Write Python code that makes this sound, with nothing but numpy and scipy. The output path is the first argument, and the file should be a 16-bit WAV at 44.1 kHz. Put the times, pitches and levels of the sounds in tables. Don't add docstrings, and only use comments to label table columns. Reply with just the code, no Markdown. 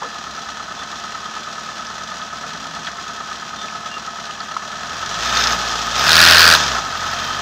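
import sys
import numpy as np
from scipy import signal
from scipy.fft import rfft, irfft, next_fast_len
from scipy.io import wavfile
from scipy.ndimage import uniform_filter1d

SR = 44100
rng = np.random.default_rng(int(sys.argv[2]) if len(sys.argv) > 2 else 0)


def transcribe(signal):
    frames = np.atleast_2d(signal).T
    limited = np.clip(frames, -1, 1)
    pcm = np.round(limited * 32767).astype(np.int16)
    wavfile.write(sys.argv[1], SR, pcm)


N = 326781
TIME = np.arange(N) / SR

# time_s, firing_rate_hz
FIRING_RATE = [(0.0, 36.13), (0.75, 36.24), (1.9, 37.61), (3.1, 36.19), (3.85, 36.93), (4.6, 36.43),
               (5.02, 42.41), (5.24, 59.57), (5.42, 59.23), (5.65, 57.0), (5.92, 57.62), (6.14, 82.87),
               (6.3, 84.23), (6.5, 83.65), (6.68, 66.91), (6.92, 42.65), (7.41, 48.01)]
# time_s, opening_fraction
THROTTLE_OPENING = [(4.65, 0.01), (4.85, 0.09), (5.17, 0.13), (5.42, 0.4), (5.52, .35), (5.58, 0.2),
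                    (5.92, 0.18), (6.08, 0.57), (6.19, 0.97), (6.54, 0.88), (6.58, 0.34), (6.84, 0.14),
                    (7.05, 0.22), (7.41, 0.19)]
CYLINDER_LEVELS = [-4.5, 0, -5.8, -7]
# pitch_hz, bandwidth_hz, gain_db
PANEL_MODE = [(1272, 52, 0)]
# pitch_hz, bandwidth_hz, gain_db
BODY_MODES = [(605, 26, -5), (693.7, 21, 2), (779, 52, -4.5), (894, 114, -4), (1086, 20, 1),
              (1519, 49, 0.5), (1718.4, 22.4, 5.5), (1762, 101, -2)]
# frequency_hz, gain_db
RASP_SPECTRUM = [(300, -4), (600, 1.5), (1000, 4), (1800, 3.5), (2150, -3.5), (3300, 2.5), (4500, -0.5),
                 (5500, -0.5), (6800, -4), (8200, -17.5), (10000, -26.5), (15500, -30.5)]
# pitch_hz, bandwidth_hz, gain_db
BLOCK_MODES = [(2596, 37, 3.5), (2750, 23, -7.5), (3210, 300, 2), (3560, 300, 0), (4140, 99, 3.5),
               (4810, 140, -33), (4876, 100, 2), (5800, 170, 2), (6550, 270, -4), (7710, 34, -1)]
# frequency_hz, gain_db
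TAILPIPE_RESPONSE = [(36, -17), (45, -4.5), (58, 0), (73, -3.5), (88, 7), (116, -1), (140, 4.5), (167, 9.5),
                     (180, -14), (250, 5.5), (340, -6)]
# frequency_hz, gain_db
PUFF_SPECTRUM = [(30, -17), (50, -8), (70, -2), (100, -3.5), (165, 5), (215, 3.5), (255, -3), (300, -4.5),
                 (420, 0), (520, -13.5), (900, -26.5)]
# pitch_hz, bandwidth_hz, gain_db
PIPE_MODES = [(65.2, 12, -1.5), (179, 11, 4), (220, 30, 4), (278, 23, -3)]
# start_s, peak_db, pitch_hz, t60_s
CHASSIS_KNOCKS = [(0.017, -16.5, 1010, 0.084), (.02, -27.5, 480, 0.2), (1.255, -28, 3496, .012),
                  (1.868, -20.5, 5500, 0.016), (2.216, -21, 3400, 0.015), (2.868, -15.5, 3211, 0.063),
                  (2.869, -18, 1680, 0.13), (3.683, -23, 2250, 0.021), (4.31, -20.5, 3031, 0.012),
                  (4.403, -20, 4300, 0.025), (4.565, -9, 1210, 0.013)]
# centre_s, length_s, pitch_hz, fall_hz_per_s, level_db
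BRAKE_CHIRPS = [(0.802, 0.074, 3500, 600, -36), (3.613, 0.12, 3560, 900, -36.5),
                (3.941, 0.102, 2790, 503, -35.5), (7.272, .36, 3160, 98, -35)]
# harmonic_number, level_db
NEIGHBOUR_HARMONICS = [(3, 0), (4, -3), (5, -2.5)]
# pitch_hz, bandwidth_hz, gain_db
THROAT_MODES = [(2020, 490, -10), (3620, 180, 1.5), (5095, 130, 1.5), (5130, 110, 6.5), (5640, 400, -10),
                (6100, 95, -14), (6340, 180, -4.5)]
# frequency_hz, gain_db
CRACK_SPECTRUM = [(100, -22), (400, -10), (900, -4.5), (1500, -1), (2100, -6), (2600, 4), (3700, 0.5),
                  (5100, 5.5), (5900, -6), (6700, -14), (8000, -15.5), (11000, -30), (13500, -12),
                  (15500, -21)]
# frequency_hz, gain_db
AIRBOX_SPECTRUM = [(300, -25), (520, -17), (630, -6.5), (750, -31), (1050, -12.5), (1300, -4), (1480, 2),
                   (1730, -0.5), (2050, -11), (2500, -8), (3500, -14.5), (6000, -21)]
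# start_s, peak_db, pitch_hz, t60_s
CARBURETTOR_SPITS = [(5.352, -12, 4700, 0.03), (5.372, -6.5, 4500, 0.022), (5.438, -8.5, 4970, 0.056),
                     (5.471, -4, 4900, 0.016), (5.524, -8.5, 5000, 0.021)]

# idle_db, db_per_octave, full_load_added_db
BODYWORK_LAW, CLATTER_LAW = (-32, 0.26, 11.56), (-34, 9.4, 4.7)
DRONE_LAW, BURBLE_LAW = (-51, 5.3, 11.3), (-44.5, 0.81, 6.4)
# centre_s, half_width_s, added_db
OVERRUN_BOOM, OVERRUN_SHUDDER = (6.72, .045, 4), (6.767, .021, 7)

FULL_LOAD_OPENING = 0.33


def from_db(db):
    return 10 ** (np.asarray(db) / 20)


def rms_one(x):
    return x / np.sqrt(np.mean(x ** 2) + 1e-20)


def in_time(curve):
    return np.interp(TIME, *np.transpose(curve))


def colour(x, spectrum):
    size = next_fast_len(N + 8192, True) // 2 * 2
    hz, db = np.transpose(spectrum)
    grid = np.maximum(np.fft.rfftfreq(size, 1 / SR), 1)
    skirts = np.minimum(grid / hz[0], 1) ** 2 * np.minimum(hz[-1] / grid, 1) ** 2
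    magnitude = skirts * from_db(np.interp(np.log(grid), np.log(hz), db))
    cepstrum = irfft(np.log(magnitude))
    cepstrum[1:size // 2] *= 2
    cepstrum[size // 2 + 1:] = 0
    return rms_one(irfft(rfft(x, size) * np.exp(rfft(cepstrum)))[:N])


def resonate(x, modes):
    out = 0
    for k, (hz, width, db) in enumerate(modes):
        radius = np.exp(-np.pi * width / SR)
        poles = [1, -2 * radius * np.cos(2 * np.pi * hz / SR), radius ** 2]
        out += (-1) ** k * from_db(db) * (1 - radius ** 2) * signal.lfilter([1, 0, -1], poles, x)
    top_hz = min(2 * max(mode[0] for mode in modes), 7400)
    return rms_one(signal.sosfilt(signal.butter(8, top_hz, fs=SR, output="sos"), out))


def per_cycle(phase, spread_db):
    chance = np.clip(rng.standard_normal(2048), -1.6, 1.6)
    return from_db(spread_db * chance)[np.floor(phase).astype(int)]


def cylinder_gain(phase, lumpiness):
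    cylinder = np.floor(phase).astype(int) % len(CYLINDER_LEVELS)
    excess_db = np.array(CYLINDER_LEVELS) - np.mean(CYLINDER_LEVELS)
    return from_db(lumpiness * excess_db[cylinder])


def burst(phase, rise, fall):
    return (1 - np.exp(-(phase % 1) / rise)) * np.exp(-(phase % 1) / fall)


def turbulence(phase, alike):
    firing = np.floor(phase).astype(int)
    starts = np.diff(firing, prepend=firing[0]) > 0
    age = np.arange(N) - np.maximum.accumulate(np.arange(N) * starts)
    signatures = rng.standard_normal((len(CYLINDER_LEVELS), 4096))
    recurring = signatures[firing % len(signatures), age]
    return np.sqrt(alike) * recurring + np.sqrt(1 - alike) * rng.standard_normal(N)


def level(law, revs, load):
    idle_db, octave_db, load_db = law
    return from_db(idle_db + octave_db * np.log2(revs) + load_db * load)


def swell(event):
    centre_s, width_s, db = event
    return from_db(db * np.exp(-((TIME - centre_s) / width_s) ** 2))


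def bodywork(phase, revs):
    stroke = phase - .36
    strength = cylinder_gain(stroke, lumpiness=1 / revs) * per_cycle(stroke, spread_db=0.8)
    shake = np.sin(np.pi * (stroke % 1) ** .72) ** 2 + .22
    shake *= uniform_filter1d(strength, size=200)
    swing = signal.hilbert(resonate(rng.standard_normal(N), PANEL_MODE), next_fast_len(N))[:N]
    swing = swing.real / (abs(swing) + .2)
    panel = resonate(swing * shake, [(PANEL_MODE[0][0], 170, 0)])
    rattle = resonate(turbulence(stroke, alike=.5) * (shake + .75), BODY_MODES)
    return rms_one(panel + from_db(-3) * rattle)


def valve_gear(phase):
    stroke = 2 * phase - .2
    clacks = burst(stroke, rise=0.054, fall=0.68) * per_cycle(stroke, spread_db=3.5)
    rasp = colour(turbulence(phase, alike=0.045) * (clacks + 0.48), RASP_SPECTRUM)
    ring = resonate(turbulence(phase, alike=0.33) * (clacks + 0.64), BLOCK_MODES)
    return rms_one(from_db(5.5) * rasp + ring)


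def exhaust_drone(phase, firing_hz, tilt_db_per_octave=-6.5):
    hz, db = np.transpose(TAILPIPE_RESPONSE)
    out = 0
    for k in range(1, 5):
        pipe_db = np.interp(np.log(k * firing_hz), np.log(hz), db)
        out += from_db(pipe_db + tilt_db_per_octave * np.log2(k)) * np.sin(2 * np.pi * k * phase)
    return np.sqrt(2) * out


def exhaust_burble(phase):
    stroke = phase - .5
    puffs = burst(stroke, rise=0.1, fall=0.34) + .5
    rush = colour(turbulence(stroke, alike=.6) * puffs, PUFF_SPECTRUM)
    uneven_puffs = puffs * cylinder_gain(stroke, lumpiness=.8)
    lope = resonate(turbulence(stroke, alike=.7) * uneven_puffs, PIPE_MODES)
    return rms_one(rush + from_db(-1.5) * lope)


def knocks_or_spits(events):
    out = np.zeros(N)
    age = np.arange(SR // 8) / SR
    for start_s, peak_db, hz, t60_s in events:
        fading = rng.standard_normal(len(age)) * from_db(-60 * age / t60_s)
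        hit = resonate(fading, [(hz, 0.21 * hz, 0)])
        hit = resonate(hit, [(hz, .5 * hz, 0)])
        at = int(start_s * SR)
        out[at:at + len(hit)] += from_db(peak_db) * hit / abs(hit).max()
    return out


def brakes():
    out = np.zeros(N)
    for centre_s, length_s, hz, fall_hz_per_s, db in BRAKE_CHIRPS:
        since = np.clip(TIME - centre_s, -length_s / 2, length_s / 2)
        waver_hz = 25 * rms_one(uniform_filter1d(rng.standard_normal(N), size=150))
        tone = np.sin(2 * np.pi * np.cumsum(hz - fall_hz_per_s * since + waver_hz) / SR)
        out += from_db(db) * np.sqrt(2) * np.cos(np.pi * since / length_s) * tone
    return out


def neighbour_engine(centre_s=2.66, half_width_s=.27, firing_hz=53, rise_hz_per_s=4, level_db=-43):
    since = TIME - centre_s
    waver_hz = 1.37 * rms_one(uniform_filter1d(rng.standard_normal(N), size=2000))
    angle = 2 * np.pi * np.cumsum(firing_hz + rise_hz_per_s * since + waver_hz) / SR
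    hum = sum(from_db(db) * np.sin(k * angle) for k, db in NEIGHBOUR_HARMONICS)
    return from_db(level_db) * np.exp(-(since / half_width_s) ** 2) * rms_one(hum)


def suction(phase, throttle, choked_db=-23.5, onset_opening=0.26, steepness=4.2):
    stroke = phase - .25
    flow = (throttle / onset_opening) ** steepness
    gulps = (burst(stroke, rise=0.05, fall=0.33) + 0.1) * per_cycle(stroke, spread_db=4.5)
    hiss = resonate(turbulence(stroke, alike=0.36) * gulps, THROAT_MODES)
    return from_db(choked_db) * flow / (1 + flow) * hiss


def bark(phase, throttle, full_throttle_db=-7.5, exponent=1.96):
    stroke = phase - .78
    rebound = .36 * burst(stroke - .5, rise=.05, fall=.11)
    pulses = burst(stroke, rise=.06, fall=.13) + rebound + .035
    jet = np.tanh(2 * turbulence(stroke, alike=0.4))
    crack = colour(jet * pulses * per_cycle(stroke, spread_db=3.6), CRACK_SPECTRUM)
    honks = burst(2 * stroke - .35, rise=0.026, fall=0.073) + 0.17
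    honk = colour(turbulence(stroke, alike=0.63) * honks, AIRBOX_SPECTRUM)
    return from_db(full_throttle_db) * throttle ** exponent * rms_one(crack + from_db(2.5) * honk)


def shocks(phase, firing_hz, throttle, start_hz=5010, fall_s=.009, half_width_s=.00061):
    stroke = phase - .755
    formed = np.interp(throttle, [.52, .65], [0, 1])
    age = stroke % 1 / firing_hz
    cycles = start_hz * per_cycle(stroke, spread_db=0.5) * fall_s * (1 - np.exp(-age / fall_s))
    cycles += 0.14 * rms_one(uniform_filter1d(rng.standard_normal(N), size=24))
    front = np.exp(-((age - .0014) / half_width_s) ** 2)
    strength = from_db(3.5) * formed * per_cycle(stroke, spread_db=-1.5)
    return strength * front * np.sin(2 * np.pi * cycles)


def scene():
    firing_hz, throttle = in_time(FIRING_RATE), in_time(THROTTLE_OPENING)
    phase = np.cumsum(firing_hz) / SR
    revs = firing_hz / firing_hz[0]
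    load = np.minimum(throttle / FULL_LOAD_OPENING, 1)
    panels = level(BODYWORK_LAW, revs, load) * swell(OVERRUN_SHUDDER) * bodywork(phase, revs)
    valves = level(CLATTER_LAW, revs, load) * valve_gear(phase)
    exhaust = level(DRONE_LAW, revs, load) * swell(OVERRUN_BOOM) * exhaust_drone(phase, firing_hz)
    exhaust += level(BURBLE_LAW, revs, load) * exhaust_burble(phase)
    intake = suction(phase, throttle) + knocks_or_spits(CARBURETTOR_SPITS)
    intake += bark(phase, throttle) + shocks(phase, firing_hz, throttle)
    chassis = knocks_or_spits(CHASSIS_KNOCKS) + brakes()
    return (panels + valves + exhaust + intake + chassis + neighbour_engine())[None]


def record(dry, low_cut_hz=38, high_cut_hz=15600):
    clipped = np.clip(dry, -1.02, 1.02)
    thinned = signal.sosfilt(signal.butter(4, low_cut_hz, "high", fs=SR, output="sos"), clipped)
    return signal.sosfilt(signal.ellip(10, .1, 70, high_cut_hz, fs=SR, output="sos"), thinned)


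dry = scene()
out = record(dry)
transcribe(out)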